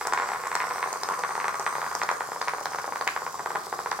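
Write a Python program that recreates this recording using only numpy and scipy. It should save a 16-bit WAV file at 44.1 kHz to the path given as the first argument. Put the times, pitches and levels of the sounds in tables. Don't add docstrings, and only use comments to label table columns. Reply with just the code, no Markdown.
import sys
import numpy as np
from scipy import signal
from scipy.fft import rfft, irfft, next_fast_len
from scipy.io import wavfile
from scipy.ndimage import map_coordinates

SR = 44100
rng = np.random.default_rng(int(sys.argv[2]) if len(sys.argv) > 2 else 0)


def wrap_up_sound(samples):
    columns = np.atleast_2d(samples).T
    tamed = np.clip(columns, -1, 1)
    steps = np.round(tamed * 32767).astype(np.int16)
    wavfile.write(sys.argv[1], SR, steps)


N = 176400

KNOCK_DB, GRAZE_DB, GRAZE_S = 20, -16.5, 0.00247
PITCH_PER_HARDNESS = .006
PITCH_SCATTER = 0.034
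# start_s, relative_level_db, hardness_db_per_octave
LANDINGS = [(0.0111, -26, 3), (0.0522, -25.5, -1), (0.0706, -21, -1.5), (0.124, -19.5, 1.5),
            (0.1351, -18.5, 3.5), (0.1755, -18.5, 3.5), (0.1987, -21, 1), (0.221, -23.5, 1.5),
            (0.238, -28.5, 0), (0.2585, -29.5, 0.5), (0.274, -31.5, -0.5), (0.2889, -24.5, 1.5),
            (0.306, -27, -1), (0.3182, -25.5, 1.5), (0.3346, -24.5, 2.5), (0.3466, -30.5, 0),
            (0.3587, -27.5, 2), (0.437, -27.5, 1), (0.4552, -29, 3.5), (0.4691, -25.5, -1),
            (0.5162, -22.5, 3), (0.5527, -18, 2), (0.6029, -21.5, 6.5), (0.6207, -25.5, 2.5),
            (0.64, -24.5, 0), (0.6704, -28.0, 0.5), (0.7089, -23.5, 1), (0.7584, -27, -1),
            (0.782, -26.5, 2.5), (0.828, -20, 4), (0.8597, -25.5, -2), (0.8745, -27, -1.5),
            (0.9283, -26, -2), (0.9579, -28, -4), (1.0327, -24, -1.5), (1.0878, -23, 1.5),
            (1.1094, -24, -3.5), (1.1387, -27.5, 4.5), (1.1916, -27.5, -6.5), (1.2365, -19.5, 3.5),
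            (1.2914, -26, 0.5), (1.3075, -26.5, 0.5), (1.353, -24, 2), (1.3778, -24.5, -4.5),
            (1.401, -24, 5), (1.4184, -28, 1.5), (1.4434, -20.5, 2), (1.4815, -20, 3.5), (1.5433, -24.5, 1),
            (1.596, -25.5, -5), (1.6035, -28, 0), (1.6646, -18, 5.0), (1.7263, -27.5, -2.5),
            (1.7535, -23, 1.5), (1.7822, -24.5, -5), (1.8165, -24, 4.5), (1.8284, -30.5, -7),
            (1.8431, -26, 0.5), (1.8643, -25.5, 0.5), (1.9142, -26, 1), (1.9507, -22.5, -2),
            (2.0165, -19, 5), (2.0334, -24, -5), (2.0902, -17, 4), (2.1135, -20, -3), (2.207, -21, 1),
            (2.2883, -31, -9), (2.3184, -24.5, -2), (2.3612, -27, -4), (2.4142, -21, 1), (2.4751, -24, -2),
            (2.4825, -20, 6), (2.5354, -22, -3), (2.5833, -28, -1.5), (2.6102, -28.5, -8),
            (2.6566, -21.5, 1.5), (2.7187, -30.5, -3), (2.734, -28.5, 2.5), (2.7465, -23.5, -2.5),
            (2.786, -23.5, 1.5), (2.8425, -25.5, -2.5), (2.878, -25.5, -4.5), (2.9228, -25, -1),
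            (2.9583, -24.0, 2), (3.0109, -21.5, 0.5), (3.0704, -24.5, -4), (3.076, -17, 12.5),
            (3.1633, -21, 3), (3.2193, -29, -4.5), (3.2652, -24.5, -1.5), (3.3427, -29.5, -6),
            (3.394, -26.5, -1), (3.401, -29.0, -6.5), (3.46, -21.5, -0.5), (3.5047, -24, -1.5),
            (3.5517, -25, -3), (3.5567, -20, 1), (3.6679, -30.5, -6.5), (3.7265, -22, -2.5),
            (3.7901, -23.5, -2.5), (3.8599, -22.5, -1.5), (3.9166, -19.5, 2), (3.9905, -24.5, -3.5)]
def knocks():
    out = np.zeros(N)
    for start_s, level_db, hardness in LANDINGS:
        pitch_ratio = np.exp(PITCH_PER_HARDNESS * hardness + PITCH_SCATTER * rng.standard_normal())
        lead_s = GRAZE_S * rng.uniform(0.477, 1.507)
        knock = amp(level_db + KNOCK_DB) * board_knock(hardness, pitch_ratio)
        add(out, start_s - BEND_LAG_S / 2, knock)
        add(out, start_s - lead_s, amp(GRAZE_DB) * knock)
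    return out


BEND_LAG_S = .0006
RESONANCE_HZ, RESONANCE_WIDTH_HZ = 1330, 380
# pitch_hz, level_db
BOARD_TONE = [(50, -46), (120, -32.5), (250, -23.5), (430, -7.5), (600, -11), (900, 3), (1130, -5),
              (1400, -6), (1950, -7.5), (2450, -18), (2900, -27.5), (3700, -26), (7000, -36), (15000, -58)]
def board_knock(hardness, pitch_ratio, size=2048):
    hz = np.fft.rfftfreq(size, 1 / SR)
    brightness_db = hardness * np.log2(np.clip(hz, 600, 2400) / 1000)
    log_gain = np.log(amp(look_up(BOARD_TONE, hz / pitch_ratio) + brightness_db))
    cepstrum = irfft(log_gain)[:size // 2]
    cepstrum[1:] *= 2
    bend_phase = 4 * np.pi * BEND_LAG_S * np.sqrt(hz * 1000)
    held_phase = 2 * np.arctan2(hz * RESONANCE_WIDTH_HZ, (pitch_ratio * RESONANCE_HZ) ** 2 - hz ** 2)
    pulse = irfft(np.exp(rfft(cepstrum, size) - 1j * (bend_phase + held_phase)))[:size // 2]
    return pulse / np.linalg.norm(pulse)


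TAP_DB, TAP_SPREAD_DB, SCUFF_DB = -7.5, 4.5, -22
def chatter(turns, level_db):
    tap_at = np.flatnonzero(np.diff(np.floor(turns)) > 0)
    strength, lateness = rng.standard_normal((len(tap_at), 2)).T
    tap_at = np.clip(tap_at + lateness * 0.0012 * SR, 0, N - 1).astype(int)
    taps = unit(np.bincount(tap_at, amp(TAP_SPREAD_DB * np.minimum(strength, 1.6)), N))
    force = amp(TAP_DB) * taps + amp(SCUFF_DB) * rng.standard_normal(N)
    return signal.fftconvolve(force * amp(level_db), board_knock(hardness=-3.0, pitch_ratio=1.157))[:N]


TICK_FADE_S, TICK_RISE_S, TICK_WIDTH_OCTAVES = .007, .0004, 0.32
TICK_DB, TICK_ROOM_DB = 18.5, -6.5
# start_s, relative_level_db, pitch_hz
SHELL_TICKS = [(0.0714, -24.5, 6560), (0.1357, -27, 6140), (0.4726, -31.5, 6300), (0.5533, -23, 5300),
               (0.9296, -25, 6340), (1.034, -23.5, 4940), (1.0893, -31.5, 6300), (1.192, -32, 5700),
               (1.4817, -31.5, 6640), (1.5968, -28.5, 6100), (1.9519, -24, 5850), (2.034, -27, 4960),
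               (2.1142, -30.5, 5460), (2.417, -27.5, 4220), (2.4826, -31, 4740), (2.6568, -28, 4350),
               (3.012, -32.5, 4190), (3.0767, -24, 2500), (3.0768, -30.5, 5830), (3.9141, -28.5, 4670)]
def shell_ticks(size=1024):
    out = np.zeros((2, N))
    t, hz = np.arange(size) / SR, np.fft.rfftfreq(size, 1 / SR) + 1
    envelope = amp(-60 * t / TICK_FADE_S) * (1 - np.exp(-t / TICK_RISE_S))
    for start_s, level_db, pitch_hz in SHELL_TICKS:
        peak = np.exp(-.5 * (np.log2(hz / pitch_hz) / TICK_WIDTH_OCTAVES) ** 2)
        treble = amp(-12) * (hz > pitch_hz) * pitch_hz / hz
        click = irfft(rfft(rng.standard_normal((2, size))) * (peak + treble)) * envelope
        click /= np.linalg.norm(click, axis=1, keepdims=True)
        add(out, start_s - TICK_RISE_S, amp(level_db + TICK_DB) * click)
    return out + amp(TICK_ROOM_DB) * room_echo(out, side_db=-4.5, spots=3)


WHIRR_DB, TONE_SHIFT_DB, RASP_DEPTH = -0.5, 1.8, 0.2
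# pitch_hz, level_db
LEFT_TONE = [(1000, -10.5), (2800, -12), (4000, -4), (4900, 2), (6200, -4), (7800, -9), (9600, -6),
             (11500, -29), (12800, -5), (15000, -37)]
RIGHT_TONE = [(1000, -12.5), (2800, -9.5), (4100, -8.5), (4700, -2.5), (6400, 0.5), (7600, -1),
              (9200, -6.5), (11000, -5), (15000, -12)]
def motor_whirr(turns, level_db):
    rasp = (1 + RASP_DEPTH * np.cos(4 * np.pi * turns)) * amp(2.25 * wobble(300))
    mid, side = rng.standard_normal((2, N)) * rasp * amp([[0], [-5]])
    spectra = signal.stft(np.array([mid + side, mid - side]), nperseg=512)[2]
    blur = np.outer(signal.windows.hann(12), signal.windows.hann(70))
    patches = unit(signal.fftconvolve(rng.standard_normal(spectra.shape[1:]), blur, "same"))
    whirr = signal.istft(spectra * amp(TONE_SHIFT_DB * patches), nperseg=512)[1][:, :N]
    whirr = filtered(whirr, lambda hz: amp([look_up(LEFT_TONE, hz), look_up(RIGHT_TONE, hz)]))
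    return unit(whirr) * amp(level_db + WHIRR_DB)


HISS_WIDTH_HZ = 340
# time_s, main_pitch_hz, relative_level_db
HISS_DRIFT = [(0, 7700, -8), (0.951, 8350, -4), (1.269, 8140, -6), (1.85, 8410, -6), (2.4, 8430, -11.5),
              (3.899, 8200, -11.5)]
# ratio_to_main_pitch, relative_level_db
HISS_BANDS = [(.73, -2), (1, 1.5), (1.45, -9.5)]
def motor_hiss(level_db):
    pitch_hz, drift_db = over_time(HISS_DRIFT)
    phase = 2 * np.pi * np.cumsum(pitch_hz * (1 + .018 * wobble(8.8))) / SR
    out = np.zeros((2, N))
    for ratio, band_db in HISS_BANDS:
        white = rng.standard_normal((2, 2, N))
        low = unit(filtered(white, lambda hz: np.exp(-.5 * (hz / HISS_WIDTH_HZ) ** 2)))
        band = low[0] * np.cos(ratio * phase) + low[1] * np.sin(ratio * phase)
        out += amp(band_db + 2 * wobble(10)) * band
    return out * amp(level_db + drift_db) * amp([[-11], [0]])


RING_DB, RING_FADE_S, ROOM_DB = -57, .3, -3.5
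# pitch_hz, relative_level_db
RINGING_NOTES = [(153, 16.5), (440, 1), (491, 2.5), (586, -1), (749, 1.5), (806, 0), (992, -1), (1068, -1),
                 (1152, -18), (1227, 3), (1445, 3.5), (1547, 5)]
# delay_s, gain
WALL_BOUNCES = [(.0049, .14), (.0088, -.14), (.00964, -.22), (.01159, -.46), (.01204, .12), (.01331, -.17),
                (.0165, .15), (.02703, .15)]
# pitch_hz, level_db
ECHO_TONE = [(150, 4.5), (450, -2.5), (700, -0.5), (880, -8), (1110, 6), (1600, -0.5), (2500, -1.5),
             (4000, 0.5), (10000, -28)]
def floor_and_room(boards):
    t = np.arange(SR // 2) / SR
    ring, walls = np.zeros((2, 2, len(t)))
    for pitch_hz, level_db in RINGING_NOTES:
        phase = 0.2 * rng.standard_normal((2, 1))
        ring += amp(level_db + RING_DB - 60 * t / RING_FADE_S) * np.cos(2 * np.pi * pitch_hz * t + phase)
    for delay_s, gain in WALL_BOUNCES:
        skew_s = rng.normal(0, .00007)
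        add(walls[0], delay_s + skew_s, np.array([gain]))
        add(walls[1], delay_s - skew_s, np.array([gain]))
    echoes = through(boards, walls) + amp(ROOM_DB) * room_echo(boards, side_db=-2.0, spots=8)
    echoes = filtered(echoes, lambda hz: amp(look_up(ECHO_TONE, hz)))
    return (boards + through(boards, ring) + echoes) * amp([[.3], [-.3]])


def room_echo(sound, side_db, spots):
    place = np.linspace(0, spots - 1, N)
    shares = [np.sqrt(np.clip(1 - abs(place - spot), 0, 1)) for spot in range(spots)]
    return sum(through(sound * share, echo_tail(side_db)) for share in shares)


# pitch_hz, fade_s
ROOM_FADE = [(150, 1), (1000, 0.5), (3000, 0.31), (12000, 0.22)]
def echo_tail(side_db):
    hz, t, spectra = signal.stft(rng.standard_normal((2, SR // 2)), SR, nperseg=256)
    spectra[1] *= amp(side_db) * np.minimum(hz / 1100, 1)[:, None]
    envelope = amp(-60 * t / look_up(ROOM_FADE, hz)[:, None]) * (1 - np.exp(-t / 0.00077))
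    mid, side = signal.istft(spectra * envelope, SR, nperseg=256)[1]
    tail = np.array([mid + side, mid - side])
    return tail / np.linalg.norm(tail[0])


HUM_DB, HUM_SIDE_DB = -59, -4
# pitch_hz, level_db
HUM_TONE = [(20, -19), (35, -38), (85, 5), (110, -2.5), (155, 5), (200, 2), (400, 0), (1500, -42),
            (8000, -25)]
def room_hum():
    white = rng.standard_normal((2, N))
    mid, side = filtered(white, lambda hz: amp(look_up(HUM_TONE, hz)))
    return amp(HUM_DB) * (unit(mid) + amp(HUM_SIDE_DB) * unit(side) * np.array([[1], [-1]]))


def amp(db):
    return 10 ** (np.asarray(db) / 20)


def unit(x):
    return x / np.sqrt(np.mean(x ** 2) + 1e-20)


def look_up(table, hz):
    pitches_hz, values = np.transpose(table)
    return np.interp(np.log(hz + 1), np.log(pitches_hz + 1), values)


def over_time(table):
    time_s, *columns = np.transpose(table)
    return [np.interp(np.arange(N) / SR, time_s, column) for column in columns]


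def wobble(rate_hz):
    return map_coordinates(rng.standard_normal(int(N * rate_hz / SR) + 4), [np.arange(N) * rate_hz / SR])


def filtered(sound, response):
    size = next_fast_len(N + SR // 2)
    return irfft(rfft(sound, size) * response(np.fft.rfftfreq(size, 1 / SR)), size)[..., :N]


def through(sound, echoes):
    return signal.oaconvolve(np.atleast_2d(sound), echoes, axes=1)[:, :N]


def add(out, start_s, sound):
    first = max(0, round(start_s * SR))
    part = out[..., first:first + sound.shape[-1]]
    part += sound[..., :part.shape[-1]]


MOTOR_HZ, MOTOR_WANDER, LEFT_LAG_S = 87.9, .05, .000042
# time_s, relative_whirr_db, relative_chatter_db
LIVELINESS = [(0, -41, -30.5), (.11, -44.5, -38), (.18, -43.5, -32), (.4, -44, -34.5), (1.0, -44.5, -33.5),
              (1.85, -43.5, -38.5), (2.3, -44, -43.5), (4, -44.5, -43.5)]
def scene():
    whirr_db, chatter_db = over_time(LIVELINESS)
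    turns = np.cumsum(MOTOR_HZ * (1 + MOTOR_WANDER * wobble(6))) / SR
    boards = knocks() + chatter(turns, chatter_db)
    toy = floor_and_room(boards) + shell_ticks() + motor_whirr(turns, whirr_db) + motor_hiss(whirr_db)
    toy = filtered(toy, lambda hz: np.exp(1j * np.pi * hz * LEFT_LAG_S * np.array([[-1], [1]])))
    return toy + room_hum()


TOP_HZ = 16000
def record(dry):
    return filtered(dry, lambda hz: hz < TOP_HZ)


dry = scene()
out = record(dry)
wrap_up_sound(out)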